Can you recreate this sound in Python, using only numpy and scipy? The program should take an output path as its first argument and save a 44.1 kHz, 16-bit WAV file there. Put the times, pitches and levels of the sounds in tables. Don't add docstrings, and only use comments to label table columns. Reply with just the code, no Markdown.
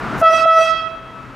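import sys
import numpy as np
from scipy import signal
from scipy.fft import rfft, irfft, next_fast_len
from scipy.io import wavfile
from scipy.ndimage import uniform_filter1d, minimum_filter1d, map_coordinates

SR = 44100
rng = np.random.default_rng(int(sys.argv[2]) if len(sys.argv) > 2 else 0)


def file_out(sig):
    cols = np.atleast_2d(sig).T
    lim = np.clip(cols, -1, 1)
    pcm = np.round(lim * 32767).astype(np.int16)
    wavfile.write(sys.argv[1], SR, pcm)


def field_ratio(decibels):
    return 10 ** (np.asarray(decibels, dtype=float) / 20)


N = 59535
TIME = np.arange(N) / SR
LEFT_RIGHT = np.array([[.5], [-.5]])


def unit(x):
    return x / np.sqrt(np.mean(x ** 2) + 1e-20)


def along(points, hz):
    f, value = np.transpose(points)
    return np.interp(np.log(hz + 1), np.log(f + 1), value)


def wobble(rate):
    knots = rng.standard_normal(int(N * rate / SR) + 4)
    return map_coordinates(knots, [TIME * rate])


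def filtered(x, response):
    m = next_fast_len(N + SR)
    return irfft(rfft(x, m) * response(np.fft.rfftfreq(m, 1 / SR)), m)[..., :N]


def rush(spectrum, apart):
    common, *sides = rng.standard_normal((3, N))
    return unit(filtered(common + apart * np.array(sides), lambda hz: field_ratio(along(spectrum, hz))))


def rise(t, length):
    return np.sin(np.pi / 2 * np.clip(t / length, 0, 1)) ** 2


# frequency in Hz, level in dB per Hz.
CAR_TONE = [(18, -29), (30, -5), (270, -0.5), (575, -9.5), (656, -5), (830, -6), (1360, -1.5), (1870, -12),
            (15500, -53.5)]
# frequency in Hz, level in dB per Hz.
RUMBLE_TONE = [(18, -29.5), (30, 9), (64, -4), (237, -8.5), (369, -7), (830, -15.5), (921, -8.5),
               (1400, -10.5), (15500, -54)]
# frequency in Hz, rms level in dB.
IDLE_HUMS = [(65.5, -54), (131, -44), (196, -53.5), (262, -47.5), (385, -74.5)]
# frequency in Hz, left over right in dB.
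TRAFFIC_SIDES = [(30, -7.5), (60, 0), (110, 10.5), (200, 7), (380, -0.5), (700, -4), (1290, 1.5), (2380, 0),
                 (8000, 3)]
CAR_DB, CAR_FADE_DB_PER_S, RUMBLE_DB = -26, -20, -35.5
MIC_LOW_HZ = 45


def traffic():
    car_db = CAR_DB + CAR_FADE_DB_PER_S * np.maximum(TIME - .15, 0) + wobble(40)
    car = field_ratio(car_db) * rush(CAR_TONE, 0.17)
    rumble = field_ratio(RUMBLE_DB + 0.73 * wobble(12.24)) * rush(RUMBLE_TONE, 0.05)
    idle = np.zeros(N)
    for hz, db in IDLE_HUMS:
        hum = np.sin(2 * np.pi * hz * TIME + wobble(20))
        idle += np.sqrt(2) * field_ratio(db + 1.2 * wobble(14)) * hum

    def microphone(f):
        low_cut = 1 + (MIC_LOW_HZ / (f + 1)) ** 2
        return field_ratio(LEFT_RIGHT * along(TRAFFIC_SIDES, f)) / low_cut
    return filtered(car + rumble + idle, microphone)


# frequency in Hz, level in dB.
FORWARD_BEAM = [(652, -12), (1305, 20.8), (1957, 27.8), (2610, 29), (3262, 30), (5200, 37), (8000, 38),
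                (15000, 36)]
# delay in seconds, level in dB, left over right in dB, share of the forward beam from 0 to 1.
ECHOES = [(0.0083, -11.9, -0.7, 0.41), (0.02054, -11.7, 0.2, 0.4), (0.03426, -8.0, -7.0, 0.01),
          (0.04825, -32.0, 0.2, 1.0), (0.06167, -16.2, -0.2, 0.22), (0.07983, -14.3, -6.5, 0.39),
          (0.10037, -29.7, -4.0, 1.0), (0.11993, -20.4, -2.7, 0.35), (0.13997, -23.1, -8.3, 0.46),
          (0.15703, -16.7, -2.0, 0.03), (0.18526, -32.7, -16.0, 0.65), (0.2149, -33.0, -5.9, 1.0),
          (0.24956, -30.4, -16.0, 0.57), (0.28966, -28.1, -8.9, 0.7), (0.32451, -31.5, 8.0, 0.19),
          (0.36568, -29.4, -15.4, 0.1), (0.40928, -45.0, -1.1, 0.94), (0.46955, -34.2, -4.8, 0.06),
          (0.53955, -55.5, 3.8, 1.0), (0.61062, -36.8, -1.2, 0.24)]
# frequency in Hz, change in dB per second of travel.
AIR_LOSS = [(1400, -6), (2000, -17.5), (2600, -11.5), (3300, 3), (5000, -39.5), (9000, -86.5),
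            (15000, -120)]
# frequency in Hz, time to fall 60 dB in seconds.
STREET_RING = [(600, 3), (2500, 2.3), (6000, .55), (14000, 0.9)]
LEDGES, LEDGE_SPREAD_S, LEDGE_HZ = 7, .03, 3700
STREET_DB, STREET_GAP_S, STREET_BEAM = -39, 0.02, 0.86


def street(x):
    def delayed(f, s):
        return np.exp(-2j * np.pi * f * s)

    def walls(f):
        rough = 1 / (1 + (LEDGE_HZ / (f + 1)) ** 10)
        total = 1
        for s, db, pan_db, beam in ECHOES:
            ledge_s = LEDGE_SPREAD_S * rng.random((LEDGES, 1))
            scatter = delayed(f, ledge_s).sum(0) / np.sqrt(LEDGES)
            echo_db = db + beam * along(FORWARD_BEAM, f) + s * along(AIR_LOSS, f)
            echo = field_ratio(echo_db + LEFT_RIGHT * pan_db) * delayed(f, s)
            total = total + echo * (1 - rough + rough * scatter)
        return total

    hz, t, z = signal.stft(rng.standard_normal((2, SR)), SR, nperseg=256)
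    decay = field_ratio(-60 * t / along(STREET_RING, hz)[:, None])
    tail = signal.istft(z * decay, SR, nperseg=256)[1]
    tail = tail / np.linalg.norm(tail[0])
    late = filtered(x, lambda f: field_ratio(STREET_BEAM * along(FORWARD_BEAM, f)) * delayed(f, STREET_GAP_S))
    return filtered(x, walls) + field_ratio(STREET_DB) * signal.fftconvolve(late[None], tail, axes=1)[:, :N]


# frequency in Hz, level in dB per Hz.
HISS_TONE = [(3000, -22.5), (6000, -1.5), (8200, -5.5), (10500, -6.5), (11500, -30), (13500, -0.5),
             (15500, -26.5)]
HISS_S, HISS_RISE_S, HISS_END_S, HISS_DB = .163, .035, .216, -45


def valve():
    shape = rise(TIME - HISS_S, HISS_RISE_S) * (1 - rise(TIME - HISS_END_S, .004))
    return field_ratio(HISS_DB + 1.6 * wobble(150)) * shape * rush(HISS_TONE, 0.76)


# start in seconds, length in seconds, level in dB.
HORN_BLASTS = [
    (.212, .008, -12),
    (.221, .078, 0),
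    (.453, .128, 0),
]
# multiple of the pitch, level in dB.
BELL_OVERTONES = [(1, 1.1), (2, -2.7), (3, -18.8), (4, -18.4), (5, -26.1), (6, -33), (7, -37), (8, -37),
                  (9, -40), (10, -45), (11, -48), (12, -49), (13, -53), (14, -52), (15, -58), (16, -58),
                  (17, -59), (18, -58), (19, -56), (20, -59), (21, -63), (22, -68)]
PITCH_HZ, START_SHARP, SETTLE_S, SAG = 652.5, .025, .006, .035
ATTACK_S, BLOOM_PER_ORDER_S, RELEASE_S = .005, .002, .02
RASP_DB, RASP_END_DB = -44, -19


def horn():
    out = np.zeros(N)
    order, level_db = np.transpose(BELL_OVERTONES)[..., None]
    for start, length, db in HORN_BLASTS:
        t = TIME - start
        shut = rise(t - length, RELEASE_S)
        hz = PITCH_HZ * (1 + START_SHARP * np.exp(-np.abs(t) / SETTLE_S) - SAG * shut)
        phase = 2 * np.pi * np.cumsum(hz * (t > 0)) / SR
        speak = rise(t, ATTACK_S + BLOOM_PER_ORDER_S * order)
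        closing = rise(t - length + RELEASE_S, RELEASE_S)
        rasp = field_ratio(RASP_DB + (RASP_END_DB - RASP_DB) * closing)
        breath = rng.standard_normal((len(order), N))
        breath = unit(filtered(breath, lambda f: np.exp(-(f / 300) ** 2)))
        flutter = 1 + rasp * np.sqrt(order) * breath
        overtones = field_ratio(level_db) * speak * flutter * np.cos(order * phase)
        out += field_ratio(db) * (1 - shut) * overtones.sum(0)
    return out


def scene():
    return traffic() + valve() + street(horn())


def steer(x):
    z = signal.stft(x, nperseg=512, noverlap=384)[2]
    shared = np.abs(z) * np.exp(1j * np.angle(z.sum(0)))
    return signal.istft(shared, nperseg=512, noverlap=384)[1][:, :N]


# time in seconds, gain in dB.
CAMERA_GAIN = [(0, 0.5), (0.215, 2), (0.235, -10.5), (0.26, -8), (0.3, -13.5), (0.34, -5), (0.39, -2.5),
               (0.45, -1), (0.47, -12), (0.55, -14.5), (0.585, -9.5), (0.63, -5.5), (0.7, -4.5),
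               (0.8, -4.5), (1.35, -1)]
# time in seconds, gain in dB.
GAIN_SLIPS = [(.229, 4), (.2335, 1.5), (.243, 2.3), (.25, 1.3), (.267, 0.2), (.284, .6), (.298, -2.2),
              (.506, 0.8), (.515, 1.7), (.533, 1.5), (0.552, 1.2), (0.566, .7)]
SLIP_S, CEILING, HOLD_S = .0007, .74, .006


def duck(x):
    ducked = x * field_ratio(np.interp(TIME, *np.transpose(CAMERA_GAIN)))
    hold = round(HOLD_S * SR)
    need = np.minimum(1, CEILING / (np.abs(ducked).max(0) + 1e-9))
    limit = uniform_filter1d(minimum_filter1d(need, size=hold), size=hold)
    slips_db = sum(db * np.exp(-((TIME - s) / SLIP_S) ** 2) for s, db in GAIN_SLIPS)
    return ducked * limit * field_ratio(slips_db)


def low_pass(x):
    return signal.sosfilt(signal.butter(12, 15680, fs=SR, output="sos"), x)


def record(dry):
    return low_pass(duck(steer(dry)))


dry = scene()
out = record(dry)
file_out(out)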